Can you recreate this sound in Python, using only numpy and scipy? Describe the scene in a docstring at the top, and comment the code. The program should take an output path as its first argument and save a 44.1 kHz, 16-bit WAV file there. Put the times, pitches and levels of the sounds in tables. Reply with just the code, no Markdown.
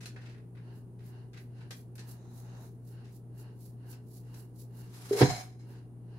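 """Painting a hollow mask

In a quiet kitchen a paintbrush dabs back and forth, its bristles fizzing over a hollow mask, with
small taps, scuffs and one soft drag from the work. A slow fan hums and swishes once a turn.
Near the end the mask is lifted: it slides with a hollow rub, bumps once so that its shell rings
and briefly rattles, and slides on."""
import sys
import numpy as np
from scipy import signal
from scipy.fft import rfft, irfft
from scipy.io import wavfile
from scipy.ndimage import uniform_filter1d

SR = 44100
rng = np.random.default_rng(int(sys.argv[2]) if len(sys.argv) > 2 else 0)


def wrap_up_sound(samples):
    """Save the sound to the file named by the first command line argument, as 16-bit audio."""
    columns = np.atleast_2d(samples).T
    # keep every value between -1 and 1, then stretch to whole-number steps
    tamed = np.clip(columns, -1, 1)
    steps = np.round(tamed * 32767).astype(np.int16)
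    wavfile.write(sys.argv[1], SR, steps)


N = 272890
TIME, HZ = np.arange(N) / SR, np.fft.rfftfreq(N, 1 / SR)

# Stereo image: f/Hz, left-right coherence/0..1
COHERENCE = [(100, 0.54), (300, 1), (640, 0.64), (1400, 0), (16000, 0.0012)]
# Reverb time of the kitchen: f/Hz, t60/s
KITCHEN_DECAY = [(100, 0.4), (400, 0.14), (1000, 0.3), (4000, 0.24), (9000, 0.21), (16000, 0.16)]
# Room tone spectrum: f/Hz, level/dB
AIR_COLOUR = [(20, -18.5), (40, -4.5), (60, -12.5), (90, -1.5), (170, 2.5), (260, -1.5), (400, -1.5),
              (550, -15), (800, -17), (1200, -26.5), (2500, -39.5), (5000, -45.5), (11000, -39),
              (16000, -46.5)]
# Pan of room tone, swish and drag: f/Hz, left minus right/dB
AIR_PAN = [(100, 9.5), (300, -1.5), (700, -4.5), (2000, -1.5), (6000, 2.5), (12000, -2)]
# Weaker motor tones: f/Hz, level/dB
MOTOR_DRONES = [(57.3, -69.5), (177.3, -63.5), (236.9, -66)]
# Spectrum of the fan's swish: f/Hz, level/dB
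SWISH_COLOUR = [(300, 6.5), (600, -1), (900, 4.5), (1200, -5.5), (1600, 2), (2300, -11.5), (3000, -8),
                (3400, -17.5), (4200, -7), (5500, -16), (8000, -26), (16000, -41)]
# Short scuffs: t/s, length/s, level/dB, low-pass f/Hz
SCUFF_CUES = [(.005, 0.029, -53.5, 6350), (0.206, 0.099, -63.5, 4200), (0.328, 0.067, -69, 2190),
              (0.548, .025, -65.5, 2200), (0.988, 0.091, -70, 4520), (1.339, 0.038, -61, 3000),
              (1.552, 0.075, -73, 6000), (3.043, 0.036, -65, 5860), (4.232, 0.091, -76, 10100),
              (5.69, 0.089, -72, 6500), (6.066, .12, -91, 5500)]
# Taps, plus two sharp bristle snaps of the brush at 3.93 s and 4.34 s played the same way: t/s, level/dB, low-
# pass f/Hz, squeak f/Hz
TAP_CUES = [(0.057, -40, 7600, 4300), (.161, -48.5, 2500, 1840), (.259, -54, 3900, 2380),
            (.296, -57.5, 4460, 2240), (.574, -60.5, 2400, 2150), (1.003, -64.5, 2400, 2300),
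            (1.332, -56, 5500, 3550), (1.373, -50.5, 4500, 2160), (1.607, -56.5, 2800, 1670),
            (1.707, -39, 7100, 3290), (1.954, -51.5, 13000, 8900), (1.98, -49.5, 6600, 1780),
            (1.992, -49, 7260, 4350), (3.927, -52.5, 7500, 5300), (4.342, -53, 9500, 5660),
            (6.14, -84, 6500, 4200)]
# Spectrum of taps and scuffs: f/Hz, level/dB
CONTACT_COLOUR = [(80, -21), (300, 3), (900, -6.5), (1600, 1), (2800, -4), (4500, 1), (8000, -1),
                  (16000, -0.5)]
# Resonances under taps and scuffs: f/Hz, width/Hz, boost/dB
CONTACT_RINGS = [(1560, 230, 3), (2610, 370, 6.5), (4000, 130, 2.5)]
# Pan of the mask's noises: f/Hz, left minus right/dB
MASK_PAN = [(200, -11.5), (700, -5.5), (2000, 0.5), (4500, 0.5), (8000, 4), (11000, -14), (15000, -8.5)]
# Brush strokes: middle t/s, level/dB, length/s
STROKE_CUES = [(0.774, -67.5, .044), (1.078, -64, 0.049), (1.417, -68, 0.057), (1.784, -60.5, 0.064),
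               (2.104, -54, 0.051), (2.385, -59.5, 0.071), (2.647, -63.5, 0.085), (2.901, -63, 0.06),
               (3.148, -62, 0.049), (3.403, -58, 0.037), (3.647, -59, 0.07), (3.914, -54.5, 0.039),
               (4.154, -58, 0.074), (4.391, -58, 0.064), (4.604, -56, .048), (4.792, -59.5, 0.064),
               (5.714, -68.5, .059)]
# Bristle spectrum: f/Hz, level/dB
BRISTLE_COLOUR = [(600, -12), (1500, -21), (3400, -15), (4200, -5.5), (6500, -7), (7500, -5), (8500, -9),
                  (10000, -2.5), (11500, -4), (14000, -11), (16000, -9.5)]
# Pan of the brush: f/Hz, left minus right/dB
BRUSH_PAN = [(1000, -6), (4500, -1.5), (8000, 4.5), (10500, -9), (15000, -16.5)]
# Spectrum of the soft drag: f/Hz, level/dB
SOFT_RUB_COLOUR = [(300, -2), (550, 1), (850, 2), (1200, -4.5), (2000, -10.5), (3300, -20), (3900, -7),
                   (4700, -18), (5500, -15), (6400, -8.5), (8000, -20.5), (16000, -29)]
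# Envelope of the slide's light surface fizz: t/s, level/dB
FIZZ_ENVELOPE = [(4.73, -79), (4.91, -65.5), (4.96, -57.5), (5.11, -53.5), (5.202, -35.5), (5.25, -52.5),
                 (5.39, -51.5), (5.45, -60), (5.5, -76)]
# Spectrum of that fizz: f/Hz, level/dB
SURFACE_COLOUR = [(300, -23), (900, 7.5), (1700, 3), (3000, 0.5), (5000, 3), (8000, -1), (11000, -1),
                  (14000, -9), (16000, -10.5)]
# Envelope of the slide's firm rub: t/s, level/dB
RUB_ENVELOPE = [(4.74, -90), (5.1, -67), (5.135, -42.5), (5.17, -44.5), (5.205, -31), (5.29, -35.5),
                (5.4, -43), (5.45, -65.5), (5.53, -65)]
# Spectrum of that rub: f/Hz, level/dB
FIRM_RUB_COLOUR = [(150, -13.5), (400, -15.5), (600, -8), (1000, -11), (1300, -15.5), (1650, -8),
                   (2900, -19), (5000, -15.5), (7000, -14), (8500, -21), (11000, -25), (16000, -42.5)]
# Resonances of the mask's hollow: f/Hz, width/Hz, boost/dB
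HOLLOW_RINGS = [(743, 98, 20.5), (1047, 44, 10), (2200, 260, 10.5), (3150, 160, 8), (4084, 240, 16),
                (5160, 320, 12.5), (6550, 363, 8)]
# Two soft nudges, then the bump's two hits: t/s, level/dB, centre f/Hz, spread/octaves, crunch/dB
KNOCK_CUES = [(5.1096, -17, 414, .2, -56), (5.167, -31, 408, 0.21, -69), (5.2093, -19.5, 237, 0.64, -17.5),
              (5.2156, -15.5, 336, 0.83, -16.5)]
# Modes of the shell: f/Hz, level/dB, t60/s
SHELL_MODES = [(126, 0.5, 0.023), (151, 1, 0.068), (237.6, -9.5, 0.09), (288, -6.5, 0.14),
               (330, 1.5, 0.046), (401, -4.5, 0.16), (399, 2.5, 0.037), (477, -19, 0.034),
               (770, -10.5, 0.038), (863, -8, 0.047), (930, -10.5, .04)]
# Spectrum of a knock's crunch: f/Hz, level/dB
CRUNCH_COLOUR = [(100, -5.5), (400, 6), (620, -4.5), (950, 3), (1300, -12), (1600, -1), (2500, -15),
                 (5000, -12.5), (8000, -35.5), (16000, -43.5)]


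def gain_of(db):
    """Decibels to gain."""
    return 10 ** (np.asarray(db) / 20)


def unit_rms(x):
    """Normalises to rms 1."""
    return x / np.sqrt(np.mean(x ** 2) + 1e-20)


def curve(points, hz=HZ):
    """Joins a table's points on a log-frequency axis."""
    f, value = np.transpose(points)
    return np.interp(np.log(hz + 1), np.log(f + 1), value)


def peaks(resonances):
    """A bell boost in dB for each resonance."""
    return sum(db / (1 + (2 * (HZ - hz) / width) ** 2) for hz, width, db in resonances)


def add(mix, start, sound):
    """Drops a stereo sound into the mix at start seconds."""
    part = mix[:, max(round(start * SR), 0):][:, :sound.shape[1]]
    part += sound[:, :part.shape[1]]


def stereo_spectra(pair):
    """Spectra of two unrelated channels, blended: narrow low mids, wide treble."""
    left, other = rfft(pair, N)
    shared = np.clip(curve(COHERENCE), -1, 1)
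    return np.array([left, shared * left + np.sqrt(1 - shared ** 2) * other])


def coloured(noise, colour_db, pan):
    """Gives noise its EQ, pan and stereo width, at rms 1."""
    eq = gain_of(colour_db + np.outer([.5, -.5], curve(pan)))
    return unit_rms(irfft(stereo_spectra(noise) * eq, N))


def hiss():
    """Stereo white noise."""
    return rng.standard_normal((2, N))


def jerks(depth_db, samples):
    """A gain that wanders at random, in steps about this many samples long."""
    return gain_of(depth_db * unit_rms(uniform_filter1d(rng.standard_normal(N), samples)))


def friction(grain_db, samples):
    """Noise broken into tiny catches and slips."""
    return hiss() * jerks(grain_db, samples)


def held(start, end, attack_s=0.0024, release_s=0.033):
    """An envelope that rises at start, holds, and dies away after end."""
    rise = 1 - np.exp(-np.maximum(TIME - start, 0) / attack_s)
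    return rise * np.exp(-np.maximum(TIME - end, 0) / release_s)


def burst(noise, start, t60, attack_s):
    """A slice of noise with a fast attack and an exponential tail."""
    piece = noise[:, max(round(start * SR), 0):][:, :SR // 4]
    t = TIME[:piece.shape[1]]
    return unit_rms(piece) * gain_of(-60 * t / t60) * (1 - np.exp(-t / attack_s))


def contact(scratch, top_hz, squeak_hz, squeak_width_hz=180, squeak_gain=1.1):
    """A harder contact is brighter; the spot it lands on adds one squeaky resonance."""
    dull = signal.lfilter(*signal.butter(2, top_hz, fs=SR), scratch)
    squeak = signal.lfilter(*signal.iirpeak(squeak_hz, squeak_hz / squeak_width_hz, fs=SR), dull)
    return unit_rms(dull + squeak_gain * squeak)


def kitchen(x, wet_db):
    """Room reverb: sparse reflections after a 4 ms predelay, each band dying at its own speed."""
    reflections = rng.standard_normal((2, SR)) * (rng.random((2, SR)) < .1) * (TIME[:SR] > .004)
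    hz, t, bands = signal.stft(reflections, SR, nperseg=256)
    decay = gain_of(-60 * t / curve(KITCHEN_DECAY, hz)[:, None])
    tail = signal.istft(bands * decay, SR, nperseg=256)[1]
    tail = irfft(stereo_spectra(tail / np.linalg.norm(tail[0])), N)[:, :SR]
    return x + gain_of(wet_db) * signal.fftconvolve(x, tail, axes=1)[:, :N]


def room_tone(level_db=-55.5):
    """A bed of dull air with a thin, steady whine high above it."""
    whine = peaks([(9430, 620, 12.9)])
    return gain_of(level_db) * coloured(hiss(), curve(AIR_COLOUR) + whine, AIR_PAN)


def fan(turn_hz=2.19, swish_at_s=.71, hum_hz=120, throb_depth=0.21, throb_lead_s=0.053):
    """The motor hum throbs once a turn, just ahead of each swish of air."""
    throb = 1 + throb_depth * np.cos(2 * np.pi * turn_hz * (TIME - swish_at_s + throb_lead_s))
    hum = gain_of(-47.5) * throb * np.cos(2 * np.pi * hum_hz * TIME)
    drones = sum(gain_of(db) * np.cos(2 * np.pi * (hz * TIME + rng.random())) for hz, db in MOTOR_DRONES)
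    motor = np.sqrt(2) * (hum + drones) * gain_of([[.45], [-.45]])  # a touch to the left
    nearness = np.cos(np.pi * turn_hz * (TIME - swish_at_s)) ** 2
    rush = coloured(hiss(), curve(SWISH_COLOUR) + peaks([(2810, 140, 11.2)]), AIR_PAN)
    return motor + rush * gain_of(-62.0) * (0.089 + nearness ** 2.54)


def scuffs():
    """A scuff bites quickly, moves over the surface in small jerks and lets go."""
    colour = curve(CONTACT_COLOUR) + peaks(CONTACT_RINGS)
    scratch = coloured(friction(grain_db=0.5, samples=70), colour, MASK_PAN)
    out = np.zeros((2, N))
    for start, length, db, top_hz in SCUFF_CUES:
        pressure = gain_of(db) * held(start, start + length, release_s=0.035)
        out += pressure * contact(scratch, top_hz, squeak_hz=1960)
    return kitchen(out * jerks(depth_db=2.6, samples=400), wet_db=-8.5)


def taps():
    """Each tap is a short burst of catches; the harder and brighter it is, the sooner it dies."""
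    colour = curve(CONTACT_COLOUR) + peaks(CONTACT_RINGS)
    scratch = coloured(friction(grain_db=1.0, samples=70), colour, MASK_PAN)
    out = np.zeros((2, N))
    for start, db, top_hz, squeak_hz in TAP_CUES:
        softness = 7000 / top_hz
        tone = contact(scratch, top_hz, squeak_hz)
        add(out, start, gain_of(db) * burst(tone, start, t60=0.066 * softness ** 0.46, attack_s=0.0011))
    return kitchen(out, wet_db=-3.0)


def brush(flicks_per_s=260, flick_gain=0.69):
    """Bristles fizz over the surface, swelling and fading with the speed of each stroke."""
    speed = sum(gain_of(db) / np.cosh(1.92 * np.clip((TIME - middle) / length, -20, 20)) ** 1.22
                for middle, db, length in STROKE_CUES)
    catching = jerks(depth_db=1.9, samples=500)  # tufts snag and let go
    flicks = rng.uniform(0, 1.4, N) * (rng.random(N) < flicks_per_s / SR)  # single bristles spring free
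    snaps = 1 + flick_gain * np.convolve(flicks, np.ones(20), "same")
    fizz = coloured(snaps * friction(grain_db=-1.0, samples=40), curve(BRISTLE_COLOUR), BRUSH_PAN)
    return kitchen(speed * catching * fizz, wet_db=-13)


def drag(start_s=1.965, end_s=2.66, start_db=-68.5, swell_db_per_s=12):
    """One long, soft rub over the mask that presses harder as it goes."""
    swell = gain_of(start_db + swell_db_per_s * (TIME - start_s))
    pressure = swell * held(start_s, end_s, attack_s=0.028, release_s=0.031)
    return pressure * coloured(friction(grain_db=1.5, samples=80), curve(SOFT_RUB_COLOUR), AIR_PAN)


def slide(settle_s=5.59):
    """The mask slides in the hand: a light touch only fizzes, firm rubbing makes the hollow resound."""
    firm, light = (gain_of(np.interp(TIME, *np.transpose(points))) * held(points[0][0], points[-1][0])
                   for points in (RUB_ENVELOPE, FIZZ_ENVELOPE))
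    hollow = curve(FIRM_RUB_COLOUR) + peaks(HOLLOW_RINGS)
    rub = coloured(friction(grain_db=1.4, samples=90), hollow, MASK_PAN)
    fizz = coloured(friction(grain_db=0.5, samples=50), curve(SURFACE_COLOUR), MASK_PAN)
    sliding = jerks(depth_db=1.86, samples=600) * (firm * rub + light * fizz)
    # as the mask settles, one last light rub wakes only the higher resonances
    thin_rub = signal.lfilter(*signal.butter(2, 1200, "high", fs=SR), rub)
    touch = gain_of(-64) * held(settle_s, settle_s + 0.021) * thin_rub
    return kitchen(sliding + touch, wet_db=-7.0)


def bump():
    """Knocks ring the shell and crunch; where each lands decides which modes answer."""
    out, t = np.zeros((2, N)), TIME[:SR // 3]
    crunch = coloured(friction(grain_db=1.0, samples=50), curve(CRUNCH_COLOUR), MASK_PAN)
    for start, db, centre_hz, spread, crunch_db in KNOCK_CUES + rattle():
        ring = np.zeros_like(t)
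        for hz, mode_db, t60 in SHELL_MODES:
            excitation = np.exp(-.5 * (np.log2(hz / centre_hz) / spread) ** 2)
            ring += excitation * gain_of(mode_db - 60 * t / t60) * np.sin(2 * np.pi * hz * t)
        onset = (1 - np.exp(-t * spread / 0.00038)) ** 2  # a soft knock wakes few modes, and slowly
        add(out, start, gain_of([[db - .5], [db + .5]]) * ring * onset)
        add(out, start, gain_of(crunch_db) * burst(crunch, start, t60=0.046, attack_s=0.0023))
    low_cut = signal.butter(2, 70, "high", fs=SR)  # a small shell gives no deep bass
    return kitchen(signal.lfilter(*low_cut, out + judder()), wet_db=-10.0)


def judder(mode_hz=411, width_hz=118, level_db=-34.5):
    """Stick and slip keep the shell's main mode sounding from the first nudge to the bump."""
    mode = signal.iirpeak(mode_hz, mode_hz / width_hz, fs=SR)
    ring = unit_rms(signal.lfilter(*mode, signal.lfilter(*mode, rng.standard_normal(N))))
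    envelope = held(KNOCK_CUES[0][0], KNOCK_CUES[-1][0], attack_s=0.016, release_s=0.01)
    return gain_of(level_db) * ring * envelope


def rattle(rebounds=3, gap_s=.0081, centre_hz=144.4, spread=0.68, loss_db=3, crunch_loss_db=10.5):
    """Knock cues for the dull, even rebounds after the bump, each weaker and less crunchy."""
    bump_s = KNOCK_CUES[-1][0]
    return [(bump_s + (k + 1) * gap_s, -13 - k * loss_db, centre_hz, spread, -17 - k * crunch_loss_db)
            for k in range(rebounds)]


def scene():
    """The stereo mix: room and fan under the work on the mask."""
    return room_tone() + fan() + scuffs() + taps() + brush() + drag() + slide() + bump()


def record(dry, cutoff_hz=15800):
    """A steep low-pass on the master trims the top treble."""
    low_pass = signal.firwin(511, cutoff_hz, window=("kaiser", 9), fs=SR)
    return signal.oaconvolve(dry, low_pass[None], "same")


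dry = scene()
out = record(dry)
wrap_up_sound(out)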